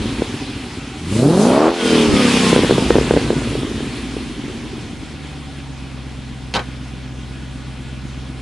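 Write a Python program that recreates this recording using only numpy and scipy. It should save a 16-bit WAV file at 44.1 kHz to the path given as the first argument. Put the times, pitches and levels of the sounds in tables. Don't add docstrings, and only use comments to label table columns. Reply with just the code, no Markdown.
import sys
import numpy as np
from scipy import signal
from scipy.io import wavfile
from scipy.ndimage import uniform_filter1d

SR = 44100
rng = np.random.default_rng(int(sys.argv[2]) if len(sys.argv) > 2 else 0)


def undo_db(level):
    steps = np.asarray(level, float) / 20
    return 10 ** steps


def transcribe(u):
    v = np.clip(np.atleast_2d(u).T, -1, 1)
    q = np.round(v * 32767).astype(np.int16)
    wavfile.write(sys.argv[1], SR, q)


N = 370881

# time_s, level_db
PUFF = [
    (2.03, -53),
    (2.08, -21),
    (2.14, -15),
    (2.22, -38),
]
# pitch_hz, likeness_0_to_1
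LIKENESS = [(600, .96), (1100, .92), (2000, .87), (4000, .87), (6000, .6), (11500, .56)]
# pitch_hz, level_db (per Hz)
HISS = [(450, -5.5), (700, -11), (1000, -7.5), (1300, -10), (1800, -9.5), (3000, -6.5), (4500, -12),
        (7000, -18), (9500, -18.5), (11500, -27)]
# pitch_hz, width_hz, level_db
WHISTLES = [(765, 45, 1), (1455, 50, 2.5), (1690, 30, -4), (1950, 30, -8), (2505, 40, -6), (2990, 190, -2)]
# multiple_of_cycle_rate, level_db (re hiss)
WHINES = [(34.9, -8.5), (76.5, -7.5), (121, -13), (196, -15)]
# pitch_hz, half_width_hz
CASING = [(1050, 55), (1260, 45), (1485, 85), (1850, 50), (2480, 110), (3120, 150), (4950, 200)]
# start_s, peak_db, thud_db (re peak)
DOOR = [
    (6.539, -3.5, -18),
    (6.5497, -7, -6),
    (6.558, -7, -5),
    (6.566, -13, -1),
    (6.592, -14, -3.5),
]
# pitch_hz, level_db, t60_s
DOOR_PANEL = [(211, 1.5, 0.35), (500, -8.5, 0.24), (770, -12, 0.06), (1140, -26, 0.21), (1520, -6.5, 0.26),
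              (1590, -20, 0.31), (2320, -19, 0.28), (3050, -13.5, 0.074), (3880, -11.5, 0.15),
              (4339, -33, 0.13)]
# start_s, peak_db
POPS = [(0.217, -1), (2.526, 4.5), (2.559, 4.5), (2.575, -1), (2.588, -2), (2.631, -0.5), (2.643, -0.5),
        (2.692, -2), (2.706, 4), (2.721, -3), (2.778, 1.5), (2.902, 10), (2.952, 4.5), (2.961, 1),
        (2.981, 3), (3.009, -2), (3.106, 5.5), (3.135, 0.6), (3.162, 1.5), (3.169, 3), (3.301, 1.5),
        (3.327, -6), (3.515, -9), (3.55, -5.5), (3.628, -9.5), (3.802, -10), (4.163, -8), (4.436, -15),
        (4.496, -15), (4.777, -14.5)]
# pitch_hz, width_hz, level_db
SILENCER = [(56.3, 6.6, 5), (132.3, 20.6, 2)]
# pitch_hz, width_hz, level_db
TAILPIPE = [(230.3, 38.6, -0.5), (272, 58.5, 0), (414, 79, -9)]
# time_s, cycle_hz (four-stroke cycles per s), throttle (-1 shut, 0 idle, 1 open)
ENGINE = [(0, 15.2, -.6), (.5, 12.3, -.3), (.95, 10.4, 0), (1.06, 10.4, .5), (1.21, 15.1, 1),
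          (1.4, 25.5, 1), (1.6, 37.2, 1), (1.7, 42.4, 1), (1.75, 43.5, .3), (1.84, 41.9, -1), (2.5, 30, -1),
          (3, 23.1, -1), (3.67, 15.8, -.85), (4.37, 11.7, -.4), (5.1, 9.4, 0), (5.76, 8.3, 0), (6.47, 8, 0),
          (8.41, 8.12, 0)]
IDLE = [-106, -94, -46, -40, -27, -20, -23, 0, -32, -33, -25, -35, -29, -22, -25, -1, -30, -14, -17, -18,
        -20, -32, -35, -18, -26, -15, -13, -21, -17, -27, -17, -9, -18, -21, -18, -34, -20, -29, -27, -22,
        -29, -25, -29, -34]
PULL = [-51, -43, -38, -24, -25, -16, -16, 0, -24, -11, -22, -20, -20, -20, -15, -3, -23, -14, -28, -17,
        -22, -15, -15, -11, -17, -24, -25, -28, -40, -21, -23, -23, -23, -21, -45, -30, -42, -26, -41, -28,
        -33, -32, -25, -49]
FULL = [-37, -27, -34, -17, -17, -7, -14, 0, -15, -3, -17, -8, -13, -10, -19, -7, -19, -8, -18, -15, -15,
        -18, -20, -17, -22, -19, -22, -22, -19, -25, -26, -29, -29, -38, -33, -26, -44, -37, -29, -30, -36,
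        -61, -43, -54]
LIFT = [-35, -20, -26, -10, -8, 0, -14, -4, -19, -8, -2, -11, -21, -14, -21, -20, -22, -22, -25, -31, -27,
        -26, -28, -28, -21, -25, -28, -32, -29, -27, -32, -34, -35, -40, -39, -59, -93, -99, -101, -108,
        -106, -100, -100, -102]
RUNDOWN = [-31, -18, -21, -11, -9, -4, -2, 0, -15, -11, -8, -18, -13, -8, -14, -16, -25, -22, -27, -27, -23,
           -24, -27, -32, -24, -32, -25, -26, -26, -27, -31, -25, -34, -31, -18, -26, -36, -33, -32, -32,
           -30, -47, -54, -52]
BURBLE = [-62, -19, -2, -8, -11, -1, -6, 0, -10, -12, -12, -17, -6, -2, -5, -8, -6, -5, -11, -5, -10, -9,
          -11, -6, -13, -12, -10, -18, -16, -14, -14, -19, -20, -21, -14, -25, -21, -26, -26, -27, -34, -25,
          -29, -28]
# time_s, pattern (level_db of each multiple)
STAGES = [(0, BURBLE), (.45, IDLE), (1, IDLE), (1.14, PULL), (1.34, PULL), (1.5, FULL), (1.74, FULL),
          (1.85, LIFT), (2, LIFT), (2.2, RUNDOWN), (2.6, RUNDOWN), (3.2, BURBLE), (4.5, BURBLE),
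          (5.25, IDLE)]
# time_s, level_db
FIRING = [(0, -20.5), (.4, -40.5), (.95, -42.5), (1.14, -16), (1.22, -12), (1.4, -12), (1.68, -12.5),
          (1.76, -26), (1.92, -12), (2.05, -14.5), (2.49, -15), (2.61, -21.5), (3.05, -26), (3.65, -25.5),
          (4.15, -43.5), (5.3, -32.5), (6, -30.5), (8.41, -29)]
# time_s, level_db
SURGE = [(1.04, 2), (1.16, 5.5), (1.27, -3.5), (1.55, -5), (1.73, -12), (1.87, -3), (2.5, 4.5), (2.6, .6),
         (3.05, -.1)]

IDLE_CYCLE_HZ = 8
FLOW_IDLE_DB, FLOW_DB_PER_OCTAVE = -41, 9.5
CLEAN_FROM_S, CLEAN_TO_S, CLEAN_RAMP_S = 1.2, 2.51, .08
MISFIRE_RE_FLOW_DB, MISFIRE_TOP_DB = 5.5, -21
SETTLE_DB, SETTLE_FROM_HZ, SETTLE_OVER_HZ = -10, 10.5, 2.1
CLEAN_BARK_RE_NOTE_DB = -9.5
BOOM_RE_BARK_DB, CLEAN_BOOM_DB = -2.5, -10
RASP_FLOOR_DB, RASP_AT_TOP_DB, RASP_SLOPE = -48.5, -28.5, 3
LOAD_RASP_RE_NOTE_DB, LOAD_RASP_DB_PER_HZ, COAST_RASP_DB = -8, .45, -7
TILT_DB, TILT_PER_FLOW = -0.5, .08
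INTAKE_TILT_DB, INTAKE_TO_HZ, INTAKE_OVER_HZ = 6, 35.4, 8.4
POP_RING_HZ = 417
SHOCK_FROM_HZ, SHOCK_OVER_HZ = 22, 14
SNAP_DB_PER_MULTIPLE, SNAP_TO_HZ, SNAP_OVER_HZ = 0.37, 21, 6
MUFFLE_S, MUFFLE_WIDTH_S, MUFFLE_DB = 2.1, .045, -3.5
DOOR_SWINGS_S, DOOR_SHUT_S, OPEN_DOOR_DB = 5.9, 6.55, 2
BANK_OFFSET_RAD = .8


def rms_one(x):
    return x / np.sqrt(np.mean(x ** 2) + 1e-20)


def evened(x, seconds):
    return x / np.sqrt(uniform_filter1d(x ** 2, size=int(seconds * SR)) + 1e-12)


def in_time(rows):
    s, *columns = np.transpose(rows)
    return [np.interp(np.arange(N) / SR, s, c) for c in columns]


def at_hz(points, hz):
    pitch_hz, value = np.transpose(points)
    return np.interp(np.log(hz), np.log(pitch_hz), value)


def drift(rate):
    r = np.exp(-80 * np.pi * rate / SR)
    slow = signal.lfilter([1], [1, -2 * r, r * r], rng.standard_normal(N // 40 + 2002))[2000:]
    return np.interp(np.arange(N) / 40, np.arange(len(slow)), rms_one(slow))


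def resonate(x, hz, width_hz):
    r = np.exp(-np.pi * width_hz / SR)
    poles = [1, -2 * r * np.cos(2 * np.pi * hz / SR), r * r]
    return signal.lfilter([(1 - r * r) / 2, 0, (r * r - 1) / 2], poles, x)


def pipe(x, modes):
    return sum((-1) ** k * undo_db(db) * resonate(x, hz, width) for k, (hz, width, db) in enumerate(modes))


def band(x, low_hz, high_hz):
    return signal.sosfilt(signal.butter(2, [low_hz, high_hz], "band", fs=SR, output="sos"), x)


def dying(x, t60):
    return signal.lfilter([1], [1, -undo_db(-60 / (t60 * SR))], x)


def spread(mono, side_db, low_hz):
    side = undo_db(side_db) * band(np.roll(mono, 310), low_hz, 9900)
    return np.array([mono + side, mono - side])


def buffet():
    common, left, right = band(rng.standard_normal((3, N)), 23, 263)
    return undo_db(in_time(PUFF)[0]) * rms_one(np.array([common + 1.1 * left, common + 1.1 * right]))


def whine(cycles, cycle_hz, throttle):
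    out = 0
    for order, db in WHINES:
        tone_hz = order * cycle_hz[::40]
        through = sum(np.exp(-((tone_hz - hz) / width_hz) ** 2) for hz, width_hz in CASING)
        through = np.interp(np.arange(N), np.arange(N)[::40], through)
        out = out + undo_db(db + 1.5 * drift(12)) * (.2 + through) * np.sin(2 * np.pi * order * cycles)
    return out * np.clip(.4 - throttle, 0, 1) * np.clip((cycle_hz - 11) / 8, 0, 1)


def hiss(tilt_db, gate, whistle_db, patchy_db):
    out, together = 0, drift(3.0)
    edges = 450 * 2 ** np.arange(0, 4.9, .3)
    white = rng.standard_normal((2, 2, N))
    for k, (low, high) in enumerate(zip(edges, edges[1:])):
        mid, side = band(white[k % 2], low, high)
        hz = np.sqrt(low * high)
        alike = np.clip(at_hz(LIKENESS, hz), 0, 1)
        flicker_db = patchy_db * (0.26 * together + drift(10.0))
        gain = undo_db(at_hz(HISS, hz) + tilt_db * np.log2(max(hz, 2000) / 3000) + flicker_db)
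        out = out + gain * (np.sqrt(1 + alike) * mid + np.sqrt(1 - alike) * side * [[1], [-1]])
    door_db = np.interp(np.arange(N) / SR, [DOOR_SWINGS_S, DOOR_SHUT_S], [OPEN_DOOR_DB, -OPEN_DOOR_DB])
    whistle = 0
    for (hz, width, db), favour in zip(WHISTLES, [1, -1, -1, 0, 0, 0]):
        tone = rms_one(resonate(resonate(white[0, 0], hz, width), hz, width))
        whistle = whistle + undo_db(db + favour * door_db) * tone
    return gate * (rms_one(out) + undo_db(whistle_db) * whistle)


def door():
    rattle, thud = np.full(N, 1e-18), np.full(N, 1e-18)
    for s, db, thud_db in DOOR:
        at = round(s * SR)
        rattle[at], thud[at] = undo_db(db), undo_db(db + thud_db)
    noise = rng.standard_normal((2, N))
    crack = undo_db(0.5) * band(band(dying(rattle, 0.032) * noise[0], 2300, 4220), 1500, 8200)
    body = undo_db(-0.5) * band(dying(thud, 0.15) * noise[1], 100, 1570)
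    excite = dying(rattle, 0.048) * noise[1]
    ring = sum(undo_db(db + 16.5) * resonate(excite, hz, 4.7 / t60) for hz, db, t60 in DOOR_PANEL)
    return spread(crack + body + ring, -12, 300) * undo_db([[.3], [-.3]])


def pops():
    out, age = np.zeros(N + 4000), np.arange(4000) / SR
    for s, db in POPS:
        strength = np.clip((db + 22) / 24, 0, 1)
        hz = POP_RING_HZ * (0.642 + 0.319 * strength)
        pulse = np.sin(2 * np.pi * hz * age) * np.exp(-(age * hz / 1.03) ** 1.62)
        pulse += 0.14 * np.sin(2 * np.pi * 1.177 * hz * age) * age / 0.0057 * np.exp(-age / 0.007)
        pulse += .2 * strength * np.sin(2 * np.pi * 1500 * age) * np.exp(-age / .0012)
        pulse *= 1 - np.exp(-age / (.0012 - .001 * strength))
        at = round((s + 0.003124) * SR)
        out[at:at + 4000] += undo_db(db) * pulse
    return spread(band(out[:N], 90, 9000), -20, 500)


def firings(cycles):
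    at = np.flatnonzero(np.diff(np.floor(8 * cycles))) + 1
    luck = rng.standard_normal((len(at), 2))
    late = (0.00184 * SR * luck[:, 1]).astype(int)
    clicks = np.full(N, 1e-18)
    np.add.at(clicks, np.clip(at + late, 0, N - 1), luck[:, 0])
    return clicks


def regular(cycles, cycle_hz, throttle):
    out, power, t = 0, 0, np.arange(N) / SR
    slow_t = t[::40]
    times, patterns = zip(*STAGES)
    load = np.clip(throttle, 0, 1)
    steep = 2 * np.pi / 3 * load * np.clip((cycle_hz - SHOCK_FROM_HZ) / SHOCK_OVER_HZ, 0, 1)
    low_speed = np.clip((SNAP_TO_HZ - cycle_hz) / SNAP_OVER_HZ, 0, 1)
    snap = undo_db(SNAP_DB_PER_MULTIPLE * load ** 3 * low_speed)[::40]
    unsteady_db = .7 + .4 * abs(throttle)
    for k, levels_db in enumerate(np.transpose(patterns), 1):
        gain = np.interp(slow_t, times, undo_db(levels_db)) * snap ** k
        firing = k % 8 == 0
        loose = rng.normal(0, 1.3 if k < 22 else .8) * (not firing)
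        tight = rng.uniform(-np.pi, np.pi) if k % 2 else BANK_OFFSET_RAD * np.sin(k * np.pi / 4)
        wobble = undo_db((unsteady_db * (.6 if firing else 2) * drift(3 + k / 3))[::40])
        turn = k * np.pi / 4 + loose + load * (tight - loose) - steep
        out = out - np.interp(t, slow_t, gain * wobble) * np.cos(2 * np.pi * k * cycles + turn)
        power = power + gain ** 2 / 2
    return out / np.interp(t, slow_t, np.sqrt(power))


def levels(cycle_hz, throttle):
    t, (note_db,), (surge_db,) = np.arange(N) / SR, in_time(FIRING), in_time(SURGE)
    inside_s = np.minimum(t - CLEAN_FROM_S, CLEAN_TO_S + CLEAN_RAMP_S - t)
    clean = np.clip(inside_s / CLEAN_RAMP_S, 0, 1)
    load = np.clip(throttle, 0, 1)
    flow_db = FLOW_IDLE_DB + FLOW_DB_PER_OCTAVE * np.log2(cycle_hz / IDLE_CYCLE_HZ)
    settled = np.clip((SETTLE_FROM_HZ - cycle_hz) / SETTLE_OVER_HZ, 0, 1)
    misfire_db = np.minimum(flow_db + MISFIRE_RE_FLOW_DB, MISFIRE_TOP_DB) + SETTLE_DB * settled
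    bark_db = clean * (note_db + CLEAN_BARK_RE_NOTE_DB) + (1 - clean) * misfire_db
    boom_db = bark_db + BOOM_RE_BARK_DB + CLEAN_BOOM_DB * clean
    coast_db = RASP_AT_TOP_DB + RASP_SLOPE * (bark_db - MISFIRE_TOP_DB) + COAST_RASP_DB * clean
    coast_db = np.maximum(RASP_FLOOR_DB, coast_db)
    load_db = note_db + LOAD_RASP_RE_NOTE_DB + LOAD_RASP_DB_PER_HZ * (cycle_hz - 30)
    rasp_db = load * load_db + (1 - load) * coast_db
    hiss_db = flow_db + surge_db
    intake = load ** 2 * np.clip((INTAKE_TO_HZ - cycle_hz) / INTAKE_OVER_HZ, 0, 1)
    tilt_db = TILT_DB + TILT_PER_FLOW * (hiss_db + 25.5) + INTAKE_TILT_DB * intake
    return note_db, boom_db, bark_db, rasp_db, hiss_db, tilt_db


def engine():
    cycle_hz, throttle = in_time(ENGINE)
    note_db, boom_db, bark_db, rasp_db, hiss_db, tilt_db = levels(cycle_hz, throttle)
    cycles = np.cumsum(cycle_hz) / SR
    note = regular(cycles, cycle_hz, throttle)
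    note = note * undo_db(1.2 * abs(throttle) * drift(45) - .2 * abs(throttle))
    misfire = evened(firings(cycles), seconds=0.39)
    misfire = misfire + 1.0 * rng.standard_normal(N)
    boom = evened(pipe(band(misfire, 30, 285), SILENCER), seconds=.2)
    bark = evened(pipe(band(band(misfire, 128, 430), 128, 746), TAILPIPE), seconds=.13)
    bark = bark * (1 + .4 * (1 - abs(throttle)) * np.cos(2 * np.pi * (cycles + .125)))
    push = np.clip(-note, -2.5, 2.5)
    rasp = rms_one(band(rng.standard_normal(N) * (1 + .7 * push), 550, 1250))
    tones = undo_db(note_db) * note + undo_db(boom_db) * boom + undo_db(bark_db) * bark + undo_db(rasp_db - 4.5) * rasp
    tones = spread(tones, -17, 550)
    outflow = hiss(tilt_db, 1 + 0.012 * push, -17 - 11 * abs(throttle), patchy_db=1.32)
    return tones + undo_db(hiss_db) * (outflow + whine(cycles, cycle_hz, throttle))


def scene():
    muffle = undo_db(MUFFLE_DB * np.exp(-((np.arange(N) / SR - MUFFLE_S) / MUFFLE_WIDTH_S) ** 2))
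    return muffle * engine() + pops() + door() + buffet()


def top_cut(x):
    return signal.sosfilt(signal.butter(12, 12010, fs=SR, output="sos"), x)


def record(dry):
    heard = signal.sosfilt(signal.butter(1, 25, "high", fs=SR, output="sos"), dry)
    heard = signal.sosfilt(signal.cheby2(16, 50, 11900, fs=SR, output="sos"), heard)
    return top_cut(np.clip(heard, -1, 1))


dry = scene()
out = record(dry)
transcribe(out)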